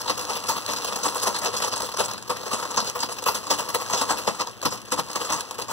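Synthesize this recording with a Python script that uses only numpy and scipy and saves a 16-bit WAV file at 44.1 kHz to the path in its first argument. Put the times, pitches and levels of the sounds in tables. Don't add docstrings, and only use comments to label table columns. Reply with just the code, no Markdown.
import sys
import numpy as np
from scipy import signal
from scipy.fft import rfft, irfft, next_fast_len
from scipy.io import wavfile
from scipy.ndimage import uniform_filter1d

SR = 44100
rng = np.random.default_rng(int(sys.argv[2]) if len(sys.argv) > 2 else 0)


def linear_from_db(decibels):
    return 10 ** (np.asarray(decibels, float) / 20)


def int16_out(signal):
    q = np.round(np.clip(np.atleast_2d(signal).T, -1, 1) * 32767)
    wavfile.write(sys.argv[1], SR, q.astype(np.int16))


N = 252516

# peak_s, snap_level_db, fall_ms, knock_minus_snap_db
LANDINGS = [(0.082, -25, 13, -5), (0.101, -19, 14.4, 1.5), (0.49, -21, 30, -0.5), (.737, -24, 7.6, -5),
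            (.962, -25, 11, -5), (1.037, -24.5, 19, -7), (1.087, -24, 5.5, 2), (1.461, -21.5, 19, 1.2),
            (1.57, -24.5, 15, -6.5), (1.626, -21.5, 13, -4.5), (1.643, -24.5, 26, 2), (1.763, -27, 36, -7),
            (2.302, -24.5, 20.5, 6), (2.535, -21, 15.7, 1), (2.777, -19, 16.5, 3.5),
            (3.033, -21.5, 13.5, 1), (3.265, -20.5, 44, -2), (3.288, -22, 6.5, 11),
            (3.351, -23.5, 24, -2.5), (3.508, -17.5, 20, 0.5), (3.538, -27, 20, -2), (3.75, -18.5, 10.5, 3),
            (3.936, -21, 19, 5.5), (3.979, -23, 34, -7), (4.017, -22, 19, 3.5), (4.278, -21.5, 17.7, 6),
            (4.657, -18.5, 15.6, 4.2), (4.923, -19.5, 16, 3.5), (5.16, -22, 13, 2.5),
            (5.325, -21, 25.4, 1.3)]
# peak_s, snap_level_db, fall_ms, knock_minus_snap_db
SLIDES = [(.02, -28.5, 3, -8.5), (0.306, -29, 25, 5), (.369, -26, 13, -3), (.578, -28, 17, 0.5),
          (.695, -28, 42, 3), (.828, -32, 25, -5.5), (0.886, -26, 13, -7), (1.067, -23.5, 9.1, 4.5),
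          (1.168, -28.5, 17, 0.5), (1.24, -22.5, 7.5, -5), (1.278, -24.5, 22, 6.5),
          (1.368, -26.5, 10.6, -0.5), (1.449, -28.5, 11, 5.5), (1.551, -29, 12, 5.5),
          (1.686, -27.5, 5.1, -2), (1.737, -25, 10, -1.5), (1.866, -30.5, 15, -12), (2.005, -20, 20, 0),
          (2.059, -28, 8.6, -3), (2.879, -30.5, 21, -2), (3.124, -32, 19, -2.5), (3.598, -26, 26, 0.5),
          (3.818, -31.5, 15, 2.5), (4.112, -19.5, 18, 0), (4.191, -26, 14, -4.5), (4.415, -25, 13.4, 3.5),
          (4.998, -25, 11.6, 4.5), (5.22, -29.5, 10.5, 1.5), (5.31, -28, 7, 3.5), (5.716, -29, 62, 0)]
# peak_s, snap_level_db, fall_ms
TUMBLES = [(.062, -33.5, 8), (0.441, -36, 35), (.927, -28.5, 11.5), (1.42, -32.5, 15), (1.603, -31, 15),
           (1.831, -30.5, 20), (1.944, -35, 11), (2.086, -32.5, 34), (2.137, -36, 28), (2.365, -36.5, 31),
           (2.466, -30, 12), (2.516, -31.5, 16), (2.588, -35.5, 42), (2.629, -30.5, 10), (2.745, -32.5, 14),
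           (2.825, -34, 24), (2.848, -35.5, 13), (2.956, -29.5, 29), (3.093, -31.5, 8.5), (3.47, -34, 21),
           (3.901, -32, 62), (4.349, -36.5, 21), (4.473, -36.5, 19), (4.631, -29.5, 11), (4.721, -32, 32),
           (4.882, -41, 9), (5.383, -33, 15), (5.589, -31, 23), (5.62, -34, 19), (5.686, -35.5, 22)]
# peak_s, snap_level_db, fall_ms
CRINKLES = [(0.224, -30.5, 7.5), (.336, -31, 8.1), (0.469, -31, 17), (0.627, -40.5, 7.5),
            (.719, -27.5, 7.5), (0.764, -28.5, 14), (0.848, -22, 8.1), (.989, -30, 9), (1.097, -31, 25),
            (1.182, -31.5, 35), (1.388, -22.5, 6.7), (1.92, -28, 5.8), (2.113, -30, 8.3), (2.18, -29.5, 11),
            (2.804, -22.5, 9.3), (2.992, -29, 6.9), (3.005, -27, 18), (3.24, -32, 8.4), (3.44, -35, 7.5),
            (4.513, -39, 7.5), (4.532, -41, 7.5), (4.707, -33, 7.5), (4.736, -34, 23), (4.818, -41, 7.5),
            (4.856, -41, 6.9), (5.114, -34, 6.9), (5.132, -41, 7.5), (5.237, -32, 7.5), (5.25, -30, 16),
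            (5.406, -28, 12)]
# peak_s, snap_level_db, knock_minus_snap_db
SLIPS = [(0.178, -29.5, 5), (0.195, -28, 6), (0.212, -28.5, -5), (.253, -35, -6), (.786, -31.5, 1),
         (1.325, -38, 5), (1.346, -31, 0), (1.527, -34, 4), (1.804, -32.5, 10), (1.82, -31, -1),
         (1.891, -30, -1), (1.97, -28, 3), (2.039, -31, -2.2), (2.225, -40.5, 5), (2.279, -33, -13),
         (2.41, -39, 3), (2.434, -34.5, 6), (2.483, -36, 0), (2.653, -28, 0), (2.71, -29, 4),
         (2.898, -28, -8), (3.168, -33, 1.2), (3.19, -29, 1), (3.225, -32.5, 3), (3.69, -26, -4),
         (3.702, -29, 2.2), (4.776, -34.5, -6), (5.1, -32.5, 4), (5.512, -31.5, 1), (5.546, -33, 1)]
RISE_MS = {"landing": 5.9, "slide": 19.7, "tumble": 5.4, "crinkle": 3, "slip": 3}
# time_s, snap_level_db
STIRRING = [(0, -41.5), (.3, -37.5), (.55, -42), (1, -37), (1.5, -40), (1.8, -41.5), (2.2, -51.5),
            (2.55, -37), (3, -44.5), (3.45, -43), (3.75, -38.5), (4.3, -39), (4.55, -52.5), (4.85, -53),
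            (5.25, -36.5), (5.75, -53)]
# start_s, peak_db
POPS = [(.0169, -21), (.439, -20), (.663, -13), (.846, -12.5), (1.147, -13), (1.1992, -16), (1.2356, -18),
        (1.2713, -12.5), (1.3463, -26), (1.3634, -16), (1.448, -12.5), (1.805, -12.5), (1.8195, -12.5),
        (1.9719, -11), (1.9936, -12.5), (2.1358, -16), (2.2248, -21), (2.369, -21), (2.762, -15),
        (2.8981, -12.5), (3.1854, -18.5), (3.2396, -15.5), (3.687, -24), (4.41, -13), (4.6164, -18),
        (5.1315, -18), (5.3023, -14), (5.4079, -12.5), (5.51, -14), (5.6208, -10)]
# pitch_hz, level_db
FILM_COLOUR = [(1200, -11), (1700, -10.5), (2050, -62), (2500, -8.5), (3700, -12), (4300, -5), (7500, -9.5),
               (9000, -15), (10300, -11), (11500, -16), (15600, -18)]
# pitch_hz, width_hz, level_db
BAG_RESONANCES = [(131, 29, -20), (220.6, 95, -5), (294, 32, -7.5), (484, 98.6, 0), (557, 123, -3.5),
                  (947.5, 122, 2.5), (1065, 111.4, 1.5), (1200, 182, -4), (1720, 570, -10.5)]
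# pitch_hz, time_s
ROOM_DECAY = [(200, 0.31), (1000, 0.059), (4000, 0.14), (12000, 0.028)]
# pitch_hz, level_db
ROOM_LEVEL = [(100, -3), (300, -4), (600, -11), (1200, -15), (3000, -14), (8000, -15), (15000, -15)]
# pitch_hz, level_db
LEFT_MINUS_RIGHT = [(40, 2), (100, 4.5), (220, 8), (450, 5), (700, 1.5), (900, 4.5), (1100, -0.14),
                    (2200, 2.46), (4300, 0.16), (6500, 0.1), (8500, 1), (10500, 3), (15000, 3.5)]
# pitch_hz, phase_rad
RIGHT_PHASE = [(60, 1.13), (130, 1.82), (215, -0.6), (300, -3), (430, -0.72), (600, -0.3), (1080, -0.93),
               (1500, 0.26), (2200, -0.18), (3400, 0.01), (5400, 0.16), (6500, -0.18), (7600, -0.72),
               (13000, 0.15)]
# pitch_hz, level_db_per_hz
KITCHEN_AIR = [(25, -100), (45, -80), (70, -86), (150, -82), (400, -73.5), (1000, -86), (3000, -85),
               (8000, -106.5), (15000, -100)]
# pitch_hz, width_hz, level_db
FRIDGE_HUM = [(113.5, 12, -53.5), (200, 14, -56)]
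# pitch_hz, level_db
MICROPHONE_BAND = [(20, -25), (45, -6), (60, 0), (15700, 0), (15950, -25), (16200, -34),
                   (16700, -38), (17000, -70)]


def evened(x):
    return x / np.sqrt(np.mean(x ** 2) + 1e-20)


def read(points, hz):
    f, value = np.transpose(points)
    return np.interp(np.log(hz + 1), np.log(f + 1), value)


def shape(x, response):
    size = next_fast_len(N + 4096)
    spectrum = rfft(x, size) * response(np.fft.rfftfreq(size, 1 / SR))
    return irfft(spectrum, size)[..., :N]


def ring(x, hz, width):
    return signal.lfilter(*signal.iirpeak(hz, hz / width, SR), x)


def motions():
    landings = [(s, db, RISE_MS["landing"], fall, knock) for s, db, fall, knock in LANDINGS]
    slides = [(s, db, RISE_MS["slide"], fall, knock) for s, db, fall, knock in SLIDES]
    tumbles = [(s, db, RISE_MS["tumble"], fall, 5.5) for s, db, fall in TUMBLES]
    crinkles = [(s, db, RISE_MS["crinkle"], fall, -14.5) for s, db, fall in CRINKLES]
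    slips = [(s, db, RISE_MS["slip"], 8.1, knock) for s, db, knock in SLIPS]
    return landings + slides + tumbles + crinkles + slips


def effort(count, knock, colour_db):
    t = np.arange(0, N + 32, 32) / SR
    start, jolt_db, rise, fall, knock_db = np.transpose(motions())[:, :, None]
    late_ms = (t - start) * 1000
    swell = np.exp(-np.where(late_ms < 0, (late_ms / rise) ** 2, late_ms / np.maximum(fall, 1)))
    jolts = (linear_from_db(jolt_db + knock * knock_db) * swell) ** 2
    favour = linear_from_db(colour_db * rng.standard_normal((len(start), count))) ** 2
    power = (favour / favour.mean(1, keepdims=True)).T @ jolts
    stir_s, stir_db = np.transpose(STIRRING)
    stir_knock_db = 4
    stirring = linear_from_db(np.interp(t, stir_s, stir_db + knock * stir_knock_db))
    levels = np.sqrt(power + stirring ** 2)
    return np.array([np.interp(np.arange(N) / SR, t, level) for level in levels])


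def clicks(per_s, spread_db):
    hit = rng.random(N) < per_s / SR
    size = linear_from_db(spread_db * np.minimum(rng.exponential(1, N), 3.3))
    sign = rng.choice([-1., 1.], N)
    return evened(size * sign * hit)


def film(count=16):
    levels = effort(count, 0, colour_db=6.0)
    together = clicks(per_s=260, spread_db=3.0)
    out, t = np.zeros(N), np.arange(200) / SR
    for level, hz in zip(levels, np.geomspace(1700, 15000, count)):
        snap = np.sin(2 * np.pi * hz * t) * np.exp(-t * 1500 * (hz / 2500) ** 1.07)
        snap *= np.sqrt(hz) / np.linalg.norm(snap)
        flips = clicks(per_s=700, spread_db=1.0)
        flips += 0.37 * together / evened(level) ** 0.26
        out += signal.oaconvolve(level * flips, snap)[:N]
    out = shape(out, lambda hz: linear_from_db(read(FILM_COLOUR, hz)))
    return out * np.sqrt(np.mean(levels ** 2)) / np.std(out)


def pops():
    lead_s, above_snaps_db, loudest_db = 0.0041, -0.5, -12.5
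    openings = [(s - lead_s, db + above_snaps_db) for s, db, _, _ in LANDINGS]
    rows = POPS + openings
    length, fall_s = 600, 0.0019
    out, t = np.zeros(N + length), np.arange(length) / SR
    bursts = rng.standard_normal((len(rows), length))
    for (s, db), burst in zip(rows, bursts):
        out[round(s * SR):][:length] += linear_from_db(min(db, loudest_db)) * burst * np.exp(-t / fall_s)
    return shape(out[:N], lambda hz: linear_from_db(read(FILM_COLOUR, hz) + 5.5))


def chips():
    levels = effort(len(BAG_RESONANCES), 0.73, colour_db=2.0)
    knocks = clicks(per_s=3000, spread_db=3.0)
    out = np.zeros(N)
    for level, (hz, width, db) in zip(levels, BAG_RESONANCES):
        weight = evened(level) ** (30 / hz)
        ringing = ring(level * weight * knocks, hz, width)
        out += linear_from_db(db) * ring(ringing, hz, 4.3 * width)
    return out * np.sqrt(np.mean(levels ** 2)) / np.std(out)


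def swayed(x):
    sway_s = 0.005 / 1000
    hz, t, z = signal.stft(x, SR, nperseg=512, noverlap=384)
    wander = sum(np.sin(2 * np.pi * (f * t + rng.random())) for f in np.geomspace(1.5, 30, 24))
    turn = np.exp(-2j * np.pi * hz[:, None] * sway_s * evened(wander))
    return signal.istft(z * turn, SR, nperseg=512, noverlap=384)[1][:N]


def kitchen(x):
    taps = np.zeros((2, 16000))
    at = np.arange(60, 15970, 20) + rng.integers(0, 20, (2, 796))
    np.put_along_axis(taps, at, rng.choice([-1., 1.], at.shape), 1)
    hz, t, z = signal.stft(taps, SR, nperseg=256)
    decay = linear_from_db(-60 * t / read(ROOM_DECAY, hz)[:, None])
    decay *= linear_from_db(read(ROOM_LEVEL, hz))[:, None] / np.linalg.norm(decay, axis=1, keepdims=True)
    tail = signal.istft(z * decay, SR, nperseg=256)[1]
    tail *= np.sqrt(20 / 128)
    return signal.fftconvolve(x[None], tail, axes=1)[:, :N]


def fridge():
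    shared, own = rng.standard_normal(N), rng.standard_normal((2, N))
    air = shape(shared + 0.15 * own, lambda hz: linear_from_db(read(KITCHEN_AIR, hz)) * np.sqrt(SR / 2))
    hum = sum(linear_from_db(db) * evened(ring(shared, hz, width)) for hz, width, db in FRIDGE_HUM)
    rumble = evened(ring(ring(rng.standard_normal(N) + 0.34 * own, 89, 110), 85, 140))
    smear_s, rest_db, shaking_share_db = 0.040, -71, -28
    shaking = uniform_filter1d(effort(1, 1, 0)[0], round(smear_s * SR))
    rumble *= linear_from_db(rest_db) + linear_from_db(shaking_share_db) * shaking
    return air + rumble + hum


def scene():
    bag = film() + pops() + chips()
    return np.array([bag, swayed(bag)]) + kitchen(bag) + fridge()


def roll_off(x):
    return signal.sosfilt(signal.butter(12, 17030, fs=SR, output="sos"), x)


def record(dry):
    lag_s = 0.428 / 1000

    def right_port(hz):
        phase = read(RIGHT_PHASE, hz) - 2 * np.pi * hz * lag_s
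        return -linear_from_db(-read(LEFT_MINUS_RIGHT, hz)) * np.exp(1j * phase)

    pair = np.array([dry[0], shape(dry[1], right_port)])
    mix = shape(pair, lambda hz: linear_from_db(read(MICROPHONE_BAND, hz)))
    return roll_off(mix)


dry = scene()
out = record(dry)
int16_out(out)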